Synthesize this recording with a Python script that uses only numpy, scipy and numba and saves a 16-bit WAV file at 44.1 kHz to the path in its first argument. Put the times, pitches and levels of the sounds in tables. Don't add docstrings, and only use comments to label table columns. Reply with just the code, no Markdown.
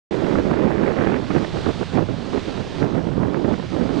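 import sys
import numpy as np
from scipy import signal
from scipy.fft import rfft, irfft
from scipy.io import wavfile
from scipy.ndimage import uniform_filter1d, minimum_filter1d
from numba import njit

SR = 44100
rng = np.random.default_rng(int(sys.argv[2]) if len(sys.argv) > 2 else 0)


def waveform_to_disk(signal):
    frames = np.transpose(np.atleast_2d(signal))
    scaled = np.clip(frames, -1, 1) * 32767
    samples = np.round(scaled).astype(np.int16)
    wavfile.write(sys.argv[1], SR, samples)


N = 176400

# time in seconds, relative level in dB.
SEA_LEVEL_DB = [(0.12, -53), (0.16, -54.5), (0.34, -53.5), (0.5, -55), (0.6, -58), (1.25, -54.5),
                (1.33, -52.5), (1.53, -51.5), (1.65, -50.5), (1.88, -52.5), (1.96, -52.5), (2.03, -56.5),
                (2.2, -54.5), (2.42, -51.5), (2.63, -53), (2.81, -52.5), (2.86, -56.5), (3.0, -58),
                (3.34, -59), (3.55, -55.5), (3.93, -53.5), (4.0, -50.5)]
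# frequency in Hz, gain in dB.
SEA_SPECTRUM_DB = [(40, 12.5), (200, 6.5), (500, 0), (750, 4), (1200, -1.5), (2200, -3), (3500, -5),
                   (5000, -8.5), (6200, -10), (7200, -14.5), (8600, -20), (9700, -28.5), (11500, -39)]
SEA_RIGHT_LIFT_DB = [(200, 0.86), (1000, 5.5), (2200, 6.5), (3500, 9.28), (4600, 7.48), (6400, -1),
                     (8000, 1.66), (11000, -1)]
# frequency in Hz, coherence from 0 to 1.
SEA_COHERENCE = [(100, 1), (2000, 0.93), (4000, 0.89), (6000, 0.67), (9000, 0.48)]
# time in seconds, relative level in dB.
LEE_GUST_DB = [(0.12, -33), (0.195, -43), (0.36, -24.5), (0.495, -27.5), (0.525, -18.5), (0.585, -39),
               (0.69, -27.5), (0.765, -38), (0.81, -25.5), (0.945, -37), (1.005, -23), (1.02, -31),
               (1.14, -23), (1.185, -30), (1.365, -35), (1.395, -49), (1.56, -26.5), (1.8, -42),
               (2.01, -30), (2.055, -60), (2.1, -30), (2.145, -40), (2.295, -35.5), (2.52, -32),
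               (2.61, -50), (2.685, -27), (2.745, -37.0), (2.865, -30), (3.105, -41), (3.27, -25),
               (3.285, -38.5), (3.675, -34.5), (3.72, -44), (3.995, -37.5)]
# time in seconds, relative level in dB.
GUST_DB = [(0.12, -22.5), (0.405, -17.5), (0.422, -27), (0.46, -19.5), (0.525, -17), (0.555, -20),
           (0.6, -19), (0.645, -16.5), (0.765, -21.5), (0.885, -17.5), (0.96, -25.5), (0.98, -18),
           (1.155, -19), (1.185, -22.5), (1.235, -26), (1.285, -30), (1.305, -18), (1.335, -23.5),
           (1.365, -14.5), (1.39, -24.5), (1.43, -21), (1.485, -31.5), (1.53, -35.5), (1.548, -21),
           (1.59, -25), (1.625, -32), (1.665, -16.5), (1.7, -16.5), (1.72, -30), (1.785, -32),
           (1.815, -17.5), (1.83, -22.5), (1.845, -40.5), (1.915, -36.5), (1.935, -22), (1.98, -14.5),
           (2.01, -18.5), (2.03, -21), (2.045, -32), (2.075, -31), (2.1, -22.5), (2.175, -33),
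           (2.19, -28.5), (2.325, -28), (2.34, -20.5), (2.38, -18.5), (2.405, -32.5), (2.44, -34),
           (2.495, -21.5), (2.525, -29.5), (2.605, -24), (2.65, -33), (2.795, -28), (2.83, -15.5),
           (2.895, -24.5), (2.93, -24.5), (2.98, -18), (3.0, -23.5), (3.06, -28.5), (3.075, -20.5),
           (3.145, -26), (3.175, -19.5), (3.195, -22), (3.225, -17), (3.28, -22), (3.31, -23.5),
           (3.36, -17.5), (3.41, -24), (3.445, -21), (3.53, -17.5), (3.572, -35.5), (3.583, -24),
           (3.603, -26.5), (3.612, -37), (3.625, -27), (3.655, -28.5), (3.667, -39.5), (3.695, -36.5),
           (3.735, -21), (3.81, -19.5), (3.855, -21.5), (3.955, -21.5), (3.99, -19)]
RUMBLE_LEVEL_DB = [(0.12, -37), (0.36, -40), (1.32, -29.5), (1.365, -22.5), (1.485, -31), (2.145, -24.5),
                   (2.265, -42), (2.415, -26.5), (2.46, -37), (2.61, -24), (2.685, -34), (3.135, -22),
                   (3.405, -34.5), (3.995, -24.5)]
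TEAR_DB = [(0.12, -12.5), (0.54, -12.5), (0.8, -9.5), (1.035, -8), (1.16, -9.5), (1.19, -15.5), (1.3, -12),
           (1.67, -14.5), (1.77, -26), (1.875, -7.5), (1.92, -16.5), (2.37, -17.5), (2.7, -15), (2.79, -18),
           (2.895, -13.5), (2.98, -16.5), (3.1, -20.5), (3.17, -25.5), (3.3, -14), (3.42, -22.5),
           (3.535, -14.5), (3.59, -18), (3.65, -7), (3.75, -22), (3.9, -18), (3.995, -31.5)]
# frequency in Hz, relative density in dB.
LEE_SPECTRUM_DB = [(15, -8.5), (45, 5.5), (90, 5), (160, 2.5), (280, -7), (500, -10.5), (900, -32.5),
                   (2000, -48.5), (5000, -64)]
RUMBLE_SPECTRUM_DB = [(12, -8), (30, -5.5), (55, 1), (100, 9.5), (170, 10), (350, -24), (1000, -70)]
BUFFET_SPECTRUM_DB = [(20, -22), (60, -8.5), (120, -4), (190, 1.5), (290, -2.5), (430, -3.5), (600, -8.5),
                      (850, -15.5), (1400, -23.5), (2500, -53), (5000, -81)]
CRACKLE_SPECTRUM_DB = [(100, -7.5), (400, 4.5), (800, 5), (1200, 3), (1700, 1.5), (2300, -6.5), (3000, -16),
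                       (4500, -28.5), (8000, -86.5)]
RASP_SPECTRUM_DB = [(500, -27.5), (1100, -3), (1800, 3), (2400, 0.5), (3000, -8.5), (5000, -51)]
# time in seconds, pitch in Hz, width per stage in Hz.
HOLLOW_HZ = [(0.12, 356, 200), (0.3, 291, 242), (0.52, 303, 109), (0.72, 321, 150), (0.88, 379, 238),
             (1.07, 331, 160), (1.16, 234, 139.6), (1.37, 265, 130), (1.57, 323, 220), (1.82, 235, 179),
             (2.0, 213, 199), (2.25, 219, 240), (2.37, 359, 110), (2.5, 250, 198), (2.83, 327, 218),
             (2.97, 220, 160), (3.16, 188, 90), (3.24, 267, 70), (3.39, 315, 129.5), (3.55, 249, 202),
             (3.8, 225, 180), (3.92, 253, 180), (3.99, 266, 50.3)]
# centre time in seconds, thump gain in dB, rip level in dB.
SLAP_EVENTS = [(0.390, -4, -28), (0.52, -3, -32), (0.838, -7.5, -27), (1.073, -8, -20), (1.353, -5, -25),
               (1.365, -6, -18.5), (1.448, -22, -23), (1.666, -7, -28), (1.829, -25, -24.5),
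               (1.988, -26, -26), (2.09, -9, -37), (2.823, -2.5, -25), (2.955, -10, -28), (2.981, -7, -25),
               (3.071, -6, -31), (3.181, -6, -37), (3.447, -6, -26.5), (3.814, -4, -29)]

SEA_DB, SEA_PATCH_DB, SEA_FLICKER_DB = 12, 0.6, 0.56
LEE_DB, LEE_FLUTTER_DB = -4, -2
LEE_REF_DB, LEE_BUFFET_DB, LEE_GROWTH = -19.5, -16, 1.5
RUMBLE_DB, RUMBLE_SWELL_DB = -1.5, 1
GUST_REF_DB, TEAR_REF_DB = -27.5, -13.5
FLUTTER_HZ, GRAIN_HZ = 72, 350
HOLLOW_DB, HOLLOW_STEADINESS, LOCK_DB_PER_HZ, WIDTH_REF_HZ = -2, 0.69, 0.01, 197
EDDIES_PER_S, EDDY_S, EDDY_DB = 23, 0.00065, 4.5
SLAP_S, RIP_S = 0.00067, 0.0029
CRACKLE_DB, CRACKLE_FLUTTER_DB, CRACKLE_GRAIN_DB, CRACKLE_GROWTH = 2, 5.5, 7, 1.008
SPURT_LOSS_PER_DB = .04
RASP_DB, RASP_GROWTH, RASP_FLUTTER_DB = -23.5, 1.4, 3.5
BUFFET_DB, BUFFET_FLUTTER_DB = 1, 2.6
START_S, CEILING, CUTOFF_HZ = .108, .75, 11900


def amp(db):
    return 10 ** (np.asarray(db) / 20)


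def unit(x):
    return x / np.sqrt(np.mean(x ** 2) + 1e-20)


def at_hz(rows, hz):
    row_hz, value = np.transpose(rows)
    return np.interp(np.log(hz + 1), np.log(row_hz + 1), value)


def curve(rows, column=-1):
    rows = np.asarray(rows)
    return np.interp(np.arange(N) / SR, rows[:, 0], rows[:, column])


def wander(low_hz, high_hz):
    hz = np.fft.rfftfreq(N, 1 / SR)
    band = hz / (hz + low_hz) / (1 + (hz / high_hz) ** 2)
    motion = unit(irfft(rfft(rng.standard_normal(N)) * band, N))
    return 2 * np.tanh(motion / 2)


def sea():
    frames, hz = N // 256 + 5, np.fft.rfftfreq(1024, 1 / SR)
    left_re, left_im, own_re, own_im, patches = rng.standard_normal((frames, 513, 5)).T
    patches = uniform_filter1d(patches, size=16, axis=0)
    patches = unit(uniform_filter1d(patches, size=14, axis=1))
    coherence = np.clip(at_hz(SEA_COHERENCE, hz), 0, 1)[:, None]
    left = left_re + 1j * left_im
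    right = coherence * left + np.sqrt(1 - coherence ** 2) * (own_re + 1j * own_im)
    right *= amp(at_hz(SEA_RIGHT_LIFT_DB, hz))[:, None]
    spectra = np.array([left, right]) * amp(at_hz(SEA_SPECTRUM_DB, hz)[:, None] + SEA_PATCH_DB * patches)
    wash = signal.istft(spectra, nperseg=1024, noverlap=768)[1][:, :N]
    level_db = SEA_DB + curve(SEA_LEVEL_DB) + SEA_FLICKER_DB * wander(4.6, 60)
    return wash / wash[0].std() * amp(level_db)


def turbulence(spectrum_db, flutter_db):
    spurts = rng.standard_normal(N) * amp(flutter_db)
    colour = amp(at_hz(spectrum_db, np.fft.rfftfreq(N, 1 / SR)))
    return unit(irfft(rfft(spurts) * colour, N))


def leeward_wind():
    gust_db, flutter_db = curve(LEE_GUST_DB), LEE_FLUTTER_DB * wander(10, FLUTTER_HZ)
    buffet_db = LEE_REF_DB + LEE_GROWTH * (gust_db - LEE_REF_DB) + LEE_BUFFET_DB
    dull = amp(gust_db + LEE_DB) * turbulence(LEE_SPECTRUM_DB, flutter_db)
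    return dull + amp(buffet_db) * turbulence(BUFFET_SPECTRUM_DB, flutter_db)


def rumble():
    swell_db = RUMBLE_SWELL_DB * wander(2, 9.1)
    return amp(curve(RUMBLE_LEVEL_DB) + RUMBLE_DB) * turbulence(RUMBLE_SPECTRUM_DB, swell_db)


@njit
def smooth(x, memory):
    out = np.zeros_like(x)
    for i in range(1, len(x)):
        out[i] = memory[i] * out[i - 1] + (1 - memory[i]) * x[i]
    return out


def resonate(x, pitch_hz, width_hz):
    carrier = np.exp(2j * np.pi * np.cumsum(pitch_hz) / SR)
    return 2 * (carrier * smooth(x / carrier, np.exp(-np.pi * width_hz / SR))).real


def hollow():
    pitch_hz, width_hz = curve(HOLLOW_HZ, column=1), np.maximum(curve(HOLLOW_HZ), 20)
    first_stage = resonate(rng.standard_normal(N), pitch_hz, width_hz)
    boom = unit(resonate(first_stage, pitch_hz, width_hz) / np.sqrt(width_hz))
    envelope = abs(signal.hilbert(boom))
    steadied = unit(boom / (envelope + 0.056) ** HOLLOW_STEADINESS)
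    return steadied * amp(LOCK_DB_PER_HZ * (WIDTH_REF_HZ - width_hz))


def vortex(u):
    return -(u + .5 * (1 - u ** 2)) * np.exp(-u ** 2 / 2)


def eddies():
    out, t = np.zeros(N), np.arange(N) / SR
    for position, size, strength in rng.random((int(EDDIES_PER_S * N / SR), 3)):
        near = slice(int(position * N), int(position * N) + SR // 50)
        offset_s = t[near] - position * N / SR - .01
        out[near] += (.5 + strength) * vortex(offset_s / (EDDY_S * (.5 + size)))
    return out


def slaps():
    out, t, noise = np.zeros(N), np.arange(N) / SR, turbulence(CRACKLE_SPECTRUM_DB, flutter_db=0)
    for centre_s, thump_db, rip_db in SLAP_EVENTS:
        near = abs(t - centre_s) < .02
        offset_s = t[near] - centre_s
        rip = noise[near] * np.exp(-(offset_s / RIP_S) ** 2 / 2)
        out[near] += amp(thump_db) * vortex(offset_s / SLAP_S) + amp(rip_db) * rip
    return out


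def crackle(gust_db, tear_db, flutter):
    depth = np.clip(1 - SPURT_LOSS_PER_DB * (tear_db - TEAR_REF_DB), .4, 1.2)
    spurt_db = depth * (CRACKLE_FLUTTER_DB * flutter + CRACKLE_GRAIN_DB * wander(50, GRAIN_HZ))
    level_db = GUST_REF_DB + CRACKLE_GROWTH * (gust_db - GUST_REF_DB) + tear_db + CRACKLE_DB
    return amp(level_db) * turbulence(CRACKLE_SPECTRUM_DB, spurt_db)


def windward_wind():
    gust_db, tear_db, flutter = curve(GUST_DB), curve(TEAR_DB), wander(33, FLUTTER_HZ)
    buffet = amp(BUFFET_DB) * turbulence(BUFFET_SPECTRUM_DB, BUFFET_FLUTTER_DB * flutter)
    rasp_db = RASP_DB + RASP_GROWTH * (tear_db - TEAR_REF_DB)
    rasp = amp(rasp_db) * turbulence(RASP_SPECTRUM_DB, RASP_FLUTTER_DB * flutter)
    body = amp(gust_db) * (buffet + amp(HOLLOW_DB) * hollow() + amp(EDDY_DB) * eddies() + rasp)
    return body + crackle(gust_db, tear_db, flutter) + rumble() + slaps()


def scene():
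    return sea() + np.array([leeward_wind(), windward_wind()])


def record(dry):
    t = np.arange(N) / SR
    gate = np.clip(np.minimum(t - START_S, t[-1] - t) / .003, 0, 1)
    max_gain = np.minimum(1, CEILING / (abs(dry) + 1e-9))
    gain = uniform_filter1d(minimum_filter1d(max_gain, size=301, axis=1), size=301, axis=1)
    lowpass = signal.firwin(511, CUTOFF_HZ, window=("kaiser", 9), fs=SR)
    return signal.oaconvolve(dry * gain * gate, lowpass[None], "same")


dry = scene()
out = record(dry)
waveform_to_disk(out)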